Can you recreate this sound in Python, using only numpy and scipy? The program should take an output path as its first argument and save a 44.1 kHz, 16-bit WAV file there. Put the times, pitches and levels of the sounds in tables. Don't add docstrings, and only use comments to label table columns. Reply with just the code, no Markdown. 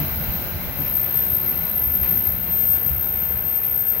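import sys
import numpy as np
from scipy import signal
from scipy.fft import rfft, irfft, next_fast_len
from scipy.io import wavfile
from scipy.ndimage import uniform_filter1d, map_coordinates

SR = 44100
rng = np.random.default_rng(int(sys.argv[2]) if len(sys.argv) > 2 else 0)


def to_wav(sig):
    pcm = np.clip(np.atleast_2d(sig), -1, 1) * 32767
    pcm = np.round(pcm).astype(np.int16)
    wavfile.write(sys.argv[1], SR, pcm.T)


N = 176400
T = np.arange(N) / SR


def amp(db):
    return 10 ** (np.asarray(db) / 20)


def unit(x):
    return x / np.sqrt(np.mean(x ** 2) + 1e-20)


def along(table, hz, column=1):
    cols = np.transpose(table)
    return np.interp(np.log(hz + 1), np.log(cols[0] + 1), cols[column])


def curve(rows):
    return np.interp(T, *np.transpose(rows))


def wobble(rate):
    return map_coordinates(rng.standard_normal(2000), [T * rate + 2], mode='wrap')


def pan(db):
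    return unit(amp([[db / 2], [-db / 2]]))


def filtered(x, response):
    size = next_fast_len(N + SR // 2)
    return irfft(rfft(x, size) * response(np.fft.rfftfreq(size, 1 / SR)), size)[..., :N]


def rush(colour, alike, patchy_db):
    spectrum = signal.stft(rng.standard_normal((2, N)), nperseg=512)[2]
    patches = uniform_filter1d(rng.standard_normal(spectrum.shape[1:]), size=6, axis=0)
    patches = uniform_filter1d(patches, size=12, axis=1)
    pair = signal.istft(spectrum * amp(patchy_db * unit(patches)), nperseg=512)[1][:, :N]
    turn = lambda hz: np.arccos(np.clip(alike(hz), -1, 1)) / 2
    mid, side = filtered(pair, lambda hz: np.array([np.cos(turn(hz)), np.sin(turn(hz))]))
    return unit(filtered(np.array([mid + side, mid - side]), lambda hz: amp(colour(hz))))


def stereo_colour(table):
    outside = lambda hz: (hz < table[0][0] / 2) | (hz > table[-1][0] * 2)
    return lambda hz: np.array([along(table, hz, 1), along(table, hz, 2)]) - 40 * outside(hz)


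# frequency in Hz, likeness (1 = same).
LIKENESS = [(60, .5), (120, .55), (200, .72), (350, .8), (600, .8), (1150, .42), (1500, .55), (2600, .45),
            (4400, .22), (7000, .05)]
# time in seconds, level in dB.
RUMBLE_LEVELS = [(0, -29.5), (.5, -31.5), (1.1, -34), (1.9, -33), (2.7, -33.5), (3.2, -36), (4, -39.5)]
# frequency in Hz, relative level in dB.
RUMBLE_COLOUR = [(20, -36), (30, -52), (42, -7), (56, -6.5), (72, 0.5), (100, -7), (160, -6), (220, -11),
                 (290, -18.5), (500, -34)]

def rumble():
    colour = lambda hz: along(RUMBLE_COLOUR, hz) - 12 * np.log2(1 + (hz / 900) ** 2)
    shaking = rush(colour, lambda hz: along(LIKENESS, hz), patchy_db=-0.5)
    return amp(curve(RUMBLE_LEVELS) + 0.58 * wobble(12)) * shaking


# time in seconds, relative level in dB.
ROAR_LEVELS = [(0.0, -37), (0.08, -38), (0.83, -39), (0.88, -38), (0.91, -41), (1.21, -39), (1.37, -41.5),
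               (1.5, -38.5), (1.97, -41.5), (2.04, -39), (2.45, -41.5), (2.47, -40.5), (2.71, -42.5),
               (2.75, -40.5), (3.2, -41), (3.91, -43), (3.97, -40.5), (4.0, -44.5)]
# frequency in Hz, left and right relative levels in dB.
ROAR_COLOUR = [(152, -17, -17), (292, -7, -11.5), (349, 4.5, 2.5), (402, -2, -3.5), (574, 1, 1),
               (970, -1.5, -5), (1177, -5, -6.5), (1554, -0.5, -3), (1800, -6.5, -8.5), (1995, -2.5, -3),
               (2820, -11, -5.5), (3460, -22, -9.5), (3550, -17, -12), (4170, -11, -9), (4420, -13.5, -15),
               (5200, -13, -25), (5680, -15.5, -24), (6600, -17.5, -35), (7360, -22.5, -23),
               (7150, -34.5, -24.5), (10200, -32, -33)]

def rolling_roar():
    left_lag_s, treble_hz, dulling_db_per_s, boost_db = 0.0001, 4300, 2, 2.5
    roar = rush(stereo_colour(ROAR_COLOUR), lambda hz: along(LIKENESS, hz), patchy_db=0.81)
    roar[0] = filtered(roar[0], lambda hz: np.exp(-2j * np.pi * hz * left_lag_s))
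    treble = filtered(roar, lambda hz: 1 - 1 / (1 + (hz / treble_hz) ** 4))
    roar += treble * (amp(dulling_db_per_s * (1.5 - T)) - 1)
    return amp(curve(ROAR_LEVELS) + boost_db + 0.48 * wobble(23)) * roar


# start in seconds, level in dB, pitch in Hz, seconds to fade by 60 dB.
COUPLING_KNOCKS = [(.86, -39, 1500, .2), (2.03, -36, 1700, .35), (2.48, -38, 1100, .25),
                   (2.755, -36, 1600, .12), (3.305, -28, 400, .05), (3.635, -44, 2500, .2),
                   (3.955, -33, 560, .12)]

def knocks():
    out = np.zeros((2, N))
    for start, db, pitch, fade_s in COUPLING_KNOCKS:
        age = np.maximum(T - start, 0)
        noise = rng.standard_normal(N) + 1.3 * rng.standard_normal((2, N))
        burst = unit(filtered(noise, lambda hz: (hz / pitch) ** 2 / (1 + (hz / pitch) ** 2.5) ** 2))
        out += amp(db - 60 * age / fade_s) * (1 - np.exp(-age / 0.0011)) * burst
    return out


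# start in seconds, level in dB, pitch in Hz.
GEAR_THUMPS = [(.001, -14, 150), (.19, -24, 160), (.278, -16.5, 70), (.545, -18, 72), (.79, -17.5, 150),
               (1.86, -24, 72), (2.012, -18, 68), (2.28, -25, 100), (2.71, -24, 100), (2.906, -12, 72),
               (2.968, -18.5, 85), (3.335, -22, 62)]

def thumps():
    rise_s, fade_s, right_lead_radians = 0.008, 0.17, 0.7
    out = np.zeros((2, N))
    for start, db, hz in GEAR_THUMPS:
        age = np.maximum(T - start, 0)
        phase = 2 * np.pi * hz * age + np.array([[0], [right_lead_radians]])
        overtone = amp(-9) * np.sin(1.9 * phase + 2 * np.pi * rng.random())
        out += amp(db - 60 * age / fade_s) * (1 - np.exp(-age / rise_s)) * (np.sin(phase) + overtone)
    return out


# time in seconds, relative level in dB.
RUB_LEVELS = [(0, -34), (.38, -35.5), (.66, -39.5), (1.1, -36), (1.2, -37), (1.32, -38), (1.48, -35.5),
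              (1.85, -38), (2.3, -36.5), (2.72, -36), (2.82, -37), (2.9, -36), (3.07, -37.5), (3.26, -35),
              (3.55, -42.5), (3.8, -39.5), (4, -37.5)]
# frequency in Hz, relative level in dB.
HISS_COLOUR = [(12500, -30), (13500, -7), (14400, -9), (14900, -5), (15300, 0), (15720, 1), (15800, -8)]
# frequency in Hz, left and right relative levels in dB.
SCRAPE_COLOUR = [(6500, -47, -46), (8220, -25, -31.5), (8880, -17.5, -18), (10250, -21.5, -15),
                 (11100, -9.5, -19.5), (12330, 0.5, -3), (13100, -5, 2.5), (13940, -3.5, -1.5),
                 (15500, -11.5, -18.5)]

def flanges():
    hiss_boost_db, fade_db_per_s = 5, 4
    hiss_colour = lambda hz: along(HISS_COLOUR, hz) - 60 * (hz < HISS_COLOUR[0][0])
    hiss = rush(hiss_colour, lambda hz: np.full_like(hz, 0.32), patchy_db=1.2)
    scrape = rush(stereo_colour(SCRAPE_COLOUR), lambda hz: np.full_like(hz, 0.034), patchy_db=2.0)
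    rub_db = curve(RUB_LEVELS)
    hiss_db = rub_db + hiss_boost_db + 0.8 * wobble(21.3)
    scrape_db = -34 - fade_db_per_s * T + 0.68 * (rub_db - rub_db.mean())
    return amp(hiss_db) * pan(db=7) * hiss + amp(scrape_db) * scrape


# pitch in Hz, width in Hz, time of the peak in seconds,
# rough half length in seconds, level in dB, left over right in dB.
WHEEL_RINGS = [(12835, 24, .35, .8, -42, 3), (12775, 40, 1.4, 1.0, -47, 3), (13278, 5, 1.85, .22, -28, 6),
               (15735, 24, .35, .6, -44, 2), (3952, 60, 1.0, 1.1, -58.5, -5),
               (3960, 140, 1.67, .04, -52, -5), (3965, 80, 2.59, .035, -56, -5),
               (5450, 250, .865, .02, -51, 5), (4911, 20, 1.5, 2, -75, 2), (6191, 16, 3.3, .8, -70, 4),
               (8979, 25, 1.0, 1.2, -74, 0), (11020, 20, 1, 1.2, -68, 2)]

def wheel_rings():
    out = np.zeros((2, N))
    for hz, width_hz, peak_s, half_s, db, left_db in WHEEL_RINGS:
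        drift = lambda: wobble(width_hz) + 1j * wobble(width_hz)
        stereo_drift = drift() + 0.63 * np.array([drift(), drift()])
        tone = np.real(stereo_drift * np.exp(2j * np.pi * hz * T))
        swell = np.exp(-((T - peak_s) / half_s) ** 2 / 2)
        out += amp(db) * pan(left_db) * unit(tone) * swell
    return out


# time in seconds, level in dB.
LOW_SQUEAL = [(0.0, -33), (0.64, -54), (0.78, -28), (1.5, -24), (1.66, -30.5), (2.02, -22.5), (2.28, -22),
              (2.52, -41), (2.64, -25.5), (3.46, -34.5), (3.64, -25.5), (3.99, -33)]
HIGH_SQUEAL = [(0.0, -31), (0.08, -35), (0.24, -29.5), (0.38, -27.5), (0.48, -34.5), (0.72, -39),
               (1.0, -20), (1.08, -31.5), (1.18, -20), (1.42, -28), (1.88, -25), (2.0, -28.5),
               (2.14, -24.5), (2.4, -29), (2.54, -20), (2.74, -18.5), (2.8, -28.5), (2.88, -21.5),
               (3.0, -24.5), (3.99, -22.5)]
# offset from the higher tone in Hz, relative level in dB.
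SLIP_COLOUR = [(-700, -28), (-330, -16), (-160, -10), (-70, -1), (10, 0), (60, -3), (170, -4), (250, -13),
               (600, -18), (1000, -30)]

def squeal():
    low_hz, high_hz, waver_hz, flutter_db = 13265.5, 13329.0, 1.84, 1.14
    echo_db, echo_changes_per_s, left_lag_radians = -10, 26, 1.0
    drift = lambda: wobble(echo_changes_per_s) + 1j * wobble(echo_changes_per_s)
    tones, power = np.zeros((2, N)), np.zeros(N)
    for pitch, levels in ((low_hz, LOW_SQUEAL), (high_hz, HIGH_SQUEAL)):
        phase = 2 * np.pi * np.cumsum(pitch + waver_hz * wobble(14)) / SR
        gain = amp(curve(levels) + flutter_db * wobble(24.95))
        direct = np.exp(1j * np.array([phase - left_lag_radians, phase]))
        echoes = amp(echo_db) * np.array([drift(), drift()]) / np.sqrt(2)
        tones += gain * np.sqrt(2) * np.real(direct * (1 + echoes))
        power += gain ** 2
    colour = lambda hz: np.interp(hz - high_hz, *np.transpose(SLIP_COLOUR), left=-120, right=-120)
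    slip = rush(colour, lambda hz: np.full_like(hz, 0.4), patchy_db=1)
    slip_gain = amp(-10) * np.sqrt((power + power.mean()) / 2)
    return pan(db=6.5) * (tones + slip_gain * slip)


def scene():
    wheels = squeal() + wheel_rings() + flanges() + rolling_roar()
    return wheels + pan(db=-0.5) * (rumble() + thumps()) + knocks()


def record(dry):
    low_cut_hz, top_hz = 26, 15800
    return filtered(dry, lambda hz: (hz < top_hz) * (1 - 1 / (1 + (hz / low_cut_hz) ** 4)))


dry = scene()
out = record(dry)
to_wav(out)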